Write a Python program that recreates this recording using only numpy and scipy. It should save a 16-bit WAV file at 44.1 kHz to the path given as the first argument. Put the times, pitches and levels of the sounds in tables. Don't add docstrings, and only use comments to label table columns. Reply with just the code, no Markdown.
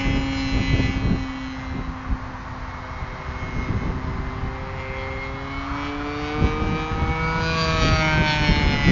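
import sys
import numpy as np
from scipy import signal
from scipy.fft import rfft, irfft, next_fast_len
from scipy.io import wavfile
from scipy.ndimage import map_coordinates

SR = 44100
rng = np.random.default_rng(int(sys.argv[2]) if len(sys.argv) > 2 else 0)


def unload_wav(signal):
    wavfile.write(
        sys.argv[1],
        SR,
        np.round(np.clip(np.atleast_2d(signal).T, -1, 1) * 32767).astype(np.int16),
    )


N = 392931

TOP_HZ = 7050
# time in seconds, firing rate in Hz.
FIRING_RATE = [(0.0, 136.1), (1.39, 131.5), (2.18, 129.3), (2.48, 127.7), (2.58, 128.3), (3.47, 127.3),
               (3.62, 126.4), (3.87, 127.7), (4.02, 127.8), (4.69, 132.2), (4.89, 131.2), (5.26, 133.6),
               (5.66, 139.0), (5.86, 143.2), (6.16, 146.9), (6.6, 154.3), (7.3, 161.7), (7.47, 162.9),
               (7.99, 157.7), (8.39, 150.9), (8.49, 148.3), (8.91, 140.5)]
# time in seconds, position from 0 (away) through 1 (in) to 2 (overhead).
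HEADING = [(3.7, 0), (5.2, 1), (7.3, 1), (8.2, 2)]


def amp(db):
    return 10 ** (np.asarray(db) / 20)


def unit(x):
    return x / np.sqrt(np.mean(x ** 2) + 1e-20)


def along(points, hz):
    freqs, values = np.transpose(points)
    return np.interp(np.log(hz + 1), np.log(freqs + 1), values)


def curves(rows, t):
    times, *columns = np.transpose(rows)
    return [np.interp(t, times, column) for column in columns]


def wobble(rate, t):
    return map_coordinates(rng.standard_normal(4096), [t * rate], mode="wrap")


def filtered(x, response):
    size = next_fast_len(N + SR // 2)
    return irfft(rfft(x, size) * response(np.fft.rfftfreq(size, 1 / SR)), size)[:N]


def noise(spectrum):
    return unit(filtered(rng.standard_normal(N), lambda hz: amp(along(spectrum, hz))))


def engine(t, flutter_db, fading_db, jitter_turns, scatter_db):
    slow = t[::SR // 100]
    turns = np.cumsum(curves(FIRING_RATE, t)[0]) / SR
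    turns += jitter_turns * (wobble(130, t) + wobble(22, t))
    crank_angle = (2 * np.pi * (turns % 1)).astype(np.float32)
    levels = order_levels(slow)
    log_gain = np.log(amp(levels))
    phases = -signal.hilbert(np.r_[log_gain, log_gain[::-1]], axis=0).imag[:len(levels)]
    phases += rng.uniform(-1.1, 1.1, (len(levels), 1))
    surge_db = np.interp(curves(HEADING, slow)[0], [0, 1], [.7, 1.0]) * wobble(14, slow)
    buzz = np.zeros(N)
    for order, (level, phase) in enumerate(zip(levels, phases), 1):
        shake_db = surge_db + flutter_db * wobble(14, slow) + fading_db * wobble(2.904, slow)
        shake_db *= np.sqrt(order / len(levels))
        bend = (order / 42) ** 2 * wobble(26, slow)
        paths = ground_echo(order, slow)
        gain = np.interp(t, slow, amp(level + shake_db) * np.abs(paths))
        shift = np.interp(t, slow, phase + np.angle(paths) + bend).astype(np.float32)
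        buzz += gain * np.cos(order * crank_angle + shift)
    return np.sqrt(2) * buzz * amp(scatter_db * wobble(140, t)), turns


def order_levels(t, count=52, air_loss=.22, near_fizz_db=-45):
    # time in seconds, drone in dB, propeller in dB.
    low_end = [(0.0, -52.5, -30.5), (0.8, -57, -33.5), (1.4, -64, -36), (2.3, -63, -45), (3.2, -55, -50),
               (3.9, -54, -40), (4.6, -55.5, -42), (5.5, -51, -39.5), (6.4, -46, -37), (7.1, -42.5, -44.5),
               (7.6, -40.5, -38.5), (8.05, -36.5, -25.5), (8.3, -40, -38.5), (8.6, -44.5, -34),
               (8.91, -46, -42.5)]
    # time in seconds, lift in dB.
    throb = [(6.9, 0), (7.2, 8), (7.5, 6), (8, 0)]
    # time in seconds, level in dB.
    third_harmonic = [(0.0, -51), (2.3, -59.5), (3.0, -50), (3.8, -42.5), (4.9, -45), (5.45, -49.5),
                      (5.65, -59.5), (5.9, -42), (6.4, -37.5), (7.0, -42), (7.8, -41.5), (8.25, -52),
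                      (8.6, -41), (8.91, -57)]
    # gain in dB flying away, flying in and overhead.
    exhaust_colour = [(-3, 5.5, 5), (-2, 1.5, 4), (-4.5, 1.5, 5), (3.5, 1.5, 2.5), (-2, -0.5, -3),
                      (8, -1, .5), (2, -2, -10), (0, 4.5, 1), (-2, -2, -6.5), (0.5, -14, 1), (-7.5, -10, 1),
                      (-6.5, 1, 3), (2, -2, -1), (-6, -1, -2.5), (-0.5, -1, 3), (-0.5, -1.5, 1.5),
                      (4, 4.5, 4), (-5, -2.5, 0.5), (3, 3.5, 3.5), (2, 1.5, -9), (-16, -3, 1),
                      (3, 0.5, -0.5), (0.5, -8, -7)]
    colour_orders = [1, 2, 3, 4, 5, 6, 7, 8, 10, 12, 13, 15, 16, 18, 20, 22, 25, 27, 29, 32, 34, 39, 44]
    drone_order, rasp_order, fizz_order = 9, 16, 28
    orders = np.arange(1, count + 1)
    drone, propeller = curves(low_end, t)
    rasp, fizz = treble(t)
    crossfades = [np.interp(orders, [drone_order, rasp_order, fizz_order], row) for row in np.eye(3)]
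    levels = np.transpose(crossfades) @ [drone, rasp, fizz]
    levels += air_loss * np.outer(np.maximum(orders / fizz_order - 1, 0), fizz - near_fizz_db)
    levels[0] += curves(throb, t)[0]
    levels[1] = propeller
    levels[2] = curves(third_harmonic, t)[0]
    heading, = curves(HEADING, t)
    by_heading = [np.interp(orders, colour_orders, column) for column in np.transpose(exhaust_colour)]
    colour = [np.interp(heading, [0, 1, 2], row) for row in np.transpose(by_heading)]
    return levels + colour + resonances(orders, t)


def treble(t, rasp_share=.8):
    # time in seconds, rasp in dB, fizz in dB.
    top_end = [(0.0, -35, -60), (0.2, -42.5, -63.5), (0.45, -41.5, -61.5), (0.72, -38.5, -60),
               (0.93, -41.5, -63), (1.08, -49, -68), (1.45, -50, -67), (2.2, -61.5, -78.5), (2.9, -64, -73),
               (3.6, -52, -68.5), (4.05, -61.5, -72), (4.5, -53.5, -74), (4.9, -47.5, -71),
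               (5.4, -59, -69.5), (5.55, -56.5, -66.5), (6.0, -52, -68.5), (6.25, -48.5, -65),
               (7.0, -50.5, -68), (7.3, -48.5, -62), (7.6, -43.5, -55.5), (8.1, -38, -57.5),
               (8.4, -38, -55.5), (8.91, -40.5, -57.5)]
    # peak time in seconds, length in seconds, lift in dB.
    flares = [(4.8, .07, 6.5), (5.0, .1, 5), (5.25, .08, 6), (5.86, .1, 7), (6.27, .1, 3.5),
              (6.47, .1, 4.4), (6.8, .09, 3.5), (7.46, .08, 2.5), (7.62, .09, 2), (7.86, .12, 3.5),
              (8.31, .1, 4.5), (8.48, .09, 1.5), (8.73, .09, 1.5), (8.89, .09, 4)]
    rasp, fizz = curves(top_end, t)
    flare = sum(db * np.exp(-(2 * (t - peak) / length) ** 2) for peak, length, db in flares)
    return rasp + rasp_share * flare, fizz + flare


def resonances(orders, t, narrow_hz=55, broad_hz=130, waver_depth=.3):
    # time in seconds, centre in Hz, boost in dB.
    hoot = [(4.45, 524.0, 3.5), (5.05, 526.0, 10.0), (5.7, 560.0, 1.0), (6.3, 743.0, 3.5),
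            (6.6, 770.0, 0.5), (7.1, 804.0, 6.0), (7.6, 1138.0, 10.5), (7.8, 1114.0, 4.0),
            (8.0, 944.0, 1.0), (8.3, 914.0, 6.5), (8.91, 846.0, 5.0)]
    howl = [(6.4, 1400, 0), (6.7, 1400, -11), (7.17, 1443, -9), (7.3, 1455, 2), (7.48, 1466, 8),
            (7.6, 1620, 9), (8.05, 1569, 7.5), (8.27, 1530, 16), (8.55, 1472, 6), (8.91, 1400, 6.5)]
    whine = [(0, 2042, 1), (.35, 2025, 5), (.8, 2002, 2), (.95, 1993, 7), (1.8, 1955, 10), (2.1, 1950, 2),
             (2.5, 2180, 7), (2.7, 2178, 17), (2.9, 2174, 19.5), (3.4, 2165, 14), (3.62, 2149, 15.5),
             (3.8, 2165, 14), (4.05, 2174, 17), (4.12, 2056, 12), (4.35, 2080, 7), (4.7, 2115, 2),
             (4.95, 2106, 6), (5.2, 2130, 18), (5.58, 2208, 18), (5.87, 2297, 8), (6.5, 2330, 7),
             (6.9, 2360, 7), (7.0, 2222, 12), (7.25, 2254, 17), (7.38, 2272, 12), (7.52, 2435, 11),
             (7.68, 2410, 6), (7.85, 2228, 5), (8.1, 2179, 7), (8.5, 2204, 1), (8.85, 1985, 9)]
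    zing = [(.2, 4096, 4), (.42, 4060, 14), (.85, 4070, 13), (1.0, 4060, 9), (1.15, 4080, 13),
            (1.4, 4054, 13), (2.3, 3950, 3), (4.85, 4350, 0), (5.0, 4350, 7), (5.25, 4270, 6),
            (5.4, 3950, 3), (5.58, 3990, 10), (5.75, 4080, 2), (5.87, 4160, 7), (6.0, 4400, 2),
            (6.1, 4480, 12), (6.27, 4580, 10), (6.42, 4600, 0), (7.2, 4660, 2), (7.35, 4700, 11),
            (7.47, 4660, 10), (7.62, 4650, 15), (7.75, 4555, 15), (7.87, 4560, 13), (8.0, 4530, 12),
            (8.17, 4440, 8), (8.32, 4315, 18), (8.5, 4225, 13), (8.62, 4170, 9), (8.75, 4110, 11),
            (8.91, 4060, 11)]
    shrill = [(0, 5035, 15), (.12, 5022, 16), (.28, 5002, 21), (.45, 4981, 14), (.65, 4956, 8),
              (2, 4835, 0), (7.2, 5850, 0), (7.7, 5780, 8), (7.9, 5710, 9), (8.3, 5480, 6), (8.6, 5265, 5),
              (8.91, 5060, 8)]
    bite = [(0, 2850, 5), (.75, 2900, 5), (1.1, 2850, 0), (5.3, 3000, 0), (5.55, 3040, 7), (5.72, 3030, 5),
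            (5.85, 3060, 12), (6.05, 3100, 1), (6.27, 3130, 3), (6.45, 3150, 5), (6.7, 3150, 0),
            (7.3, 4000, -2), (7.55, 4000, 7), (7.87, 3750, 4), (8.1, 3500, -3), (8.3, 3450, 7),
            (8.45, 3400, 0)]
    order_hz = np.outer(orders, curves(FIRING_RATE, t)[0])
    total_db = 0
    for half_width_hz, rings in (narrow_hz, [hoot, howl, whine, shrill]), (broad_hz, [bite, zing]):
        for ring in rings:
            centre_hz, boost_db = curves(ring, t)
            waver = 1 + waver_depth * centre_hz / TOP_HZ * wobble(18, t)
            detune = (order_hz - centre_hz) / half_width_hz
            total_db += waver * boost_db / (1 + detune ** 2)
    return total_db


def ground_echo(order, t, reflection=.85):
    # time in seconds, lag in seconds, cut-off in Hz.
    bounce = [(0.0, 0.00337, 3382.0), (1.5, 0.00358, 3259.0), (2.0, 0.00416, 1383.0),
              (3.0, 0.00463, 1551.0), (4.0, 0.00459, 1552.0), (4.8, 0.00546, 1464.0),
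              (5.35, 0.0051, 1493.0), (5.8, 0.00396, 1735.0), (7.35, 0.00401, 1964.0),
              (7.8, 0.00457, 1722.0), (8.3, 0.00537, 1522.0), (8.91, 0.00568, 1562.0)]
    lag, cutoff_hz = curves(bounce, t)
    hz = order * curves(FIRING_RATE, t)[0]
    return 1 + reflection / (1 + (hz / cutoff_hz) ** 4) * np.exp(-2j * np.pi * hz * lag)


def exhaust_gas(t, turns, low_db, high_db, pulse_depth):
    # time in seconds, low and high lift in dB.
    hiss_lift = [(1, -2, -2), (5.5, -1, -1.5), (6.4, 2, 0), (7.1, 1.5, 0), (7.5, 0, 2), (7.95, 0, 3),
                 (8.2, -2, -2)]
    rasp, fizz = treble(t)
    low_lift, high_lift = curves(hiss_lift, t)
    puffs = unit(np.exp(pulse_depth * np.cos(2 * np.pi * turns)))
    low = noise([(300, -13.5), (900, -19), (1600, -2), (2200, 4), (2800, -6.5), (4000, -39)])
    high = noise([(1800, -23.5), (3000, -11), (4300, -12), (5000, -17.5), (6800, -27)])
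    return puffs * (amp(rasp + low_db + low_lift) * low + amp(fizz + high_db + high_lift) * high)


def trees(x):
    # frequency in Hz, seconds to fall by 60 dB.
    decay_times = [(150, 0.09), (1500, 0.64), (7000, 0.3)]
    hz, t, spectrum = signal.stft(rng.standard_normal(SR // 2), SR, nperseg=256)
    decay = amp(-60 * t / along(decay_times, hz)[:, None])
    tail = signal.istft(spectrum * decay, SR, nperseg=256)[1]
    return signal.fftconvolve(x, tail / np.linalg.norm(tail))[:N]


def wind(t, lumps_db, flap_db, flap_steepness):
    # time in seconds, level in dB.
    breeze = [(0, -30.5), (1, -26.5), (1.35, -35.5), (3.2, -33), (3.8, -25), (4.9, -32.5), (6.15, -35.5),
              (6.55, -26), (7.25, -30), (7.9, -26), (8.91, -23.5)]
    # peak time in seconds, length in seconds, level in dB.
    gusts = [(0.142, 0.16, -23), (0.587, 0.085, -22), (0.75, 0.036, -21), (0.799, 0.027, -20),
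             (0.852, 0.044, -24), (0.899, 0.02, -23.5), (1.095, 0.13, -22.5), (1.778, 0.081, -23),
             (1.892, 0.067, -29), (2.129, 0.061, -28.5), (3.584, 0.06, -27), (3.87, 0.073, -27),
             (6.431, 0.093, -21.5), (6.632, 0.074, -22.5), (6.743, 0.081, -23.5), (7.008, 0.087, -23),
             (7.092, 0.035, -21), (7.387, .04, -26), (7.864, 0.14, -23.5), (8.203, 0.042, -20.5),
             (8.499, 0.035, -24), (8.416, 0.052, -28.5), (8.629, 0.29, -25), (8.899, 0.041, -20.5)]
    # frequency in Hz, relative level in dB.
    rumble_colour = [(10, -15), (25, -5), (45, 0), (70, -0.5), (110, -3.5), (170, -10.5), (300, -23),
                     (500, -31), (1000, -57), (3000, -75)]
    flap_colour = [(40, -29), (100, 0.5), (170, 3.5), (300, -2.5), (450, -9.5), (700, -18), (1500, -40.5),
                   (6000, -64)]
    slow = t[::SR // 200]
    power = amp(curves(breeze, slow)[0]) ** 2
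    for peak, length, db in gusts:
        power += amp(db) ** 2 * np.exp(-(2 * (slow - peak) / length) ** 2)
    buffet = np.interp(t, slow, np.sqrt(power))
    lumps = unit(amp(lumps_db * wobble(30, t)))
    flap = amp(flap_db) * unit(buffet ** flap_steepness) * noise(flap_colour)
    rumble = buffet * noise(rumble_colour)
    return lumps * (rumble + flap)


def distant_rush(t, waver_db):
    # time in seconds, level in dB.
    hush_level = [(0, -38.5), (1.4, -39.5), (2.6, -37), (5.55, -37.5), (6.3, -35.5)]
    swell_level = [(5.5, -52), (5.58, -39), (5.7, -32.5), (5.82, -33), (5.92, -40), (6.03, -40), (6.2, -66)]
    # frequency in Hz, relative level in dB.
    hush_colour = [(450, -12), (650, -7), (850, -2.5), (1100, 0.5), (1400, -6), (1900, -7.5), (2400, -16),
                   (3200, -25), (4200, -22.5), (5000, -27.5), (6800, -34)]
    swell_colour = [(500, -31.5), (900, -5.5), (1250, 2), (1450, -4.5), (1800, -19.5), (3000, -44)]
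    hush = amp(curves(hush_level, t)[0] + waver_db * wobble(7.5, t)) * noise(hush_colour)
    swell = amp(curves(swell_level, t)[0]) * noise(swell_colour)
    return hush + swell


def scene():
    t = np.arange(N) / SR
    buzz, turns = engine(t, flutter_db=3.2, fading_db=2.8, jitter_turns=.0014, scatter_db=.7)
    plane = buzz + exhaust_gas(t, turns, low_db=-3.5, high_db=13.5, pulse_depth=.8)
    tail = amp(-17) * trees(plane)
    bed = wind(t, lumps_db=2.1, flap_db=-31.5, flap_steepness=2.19) + distant_rush(t, waver_db=.3)
    return (plane + tail + bed)[None]


def record(dry):
    return filtered(dry[0], lambda hz: 1 / np.sqrt(1 + (hz / TOP_HZ) ** 120))[None]


dry = scene()
out = record(dry)
unload_wav(out)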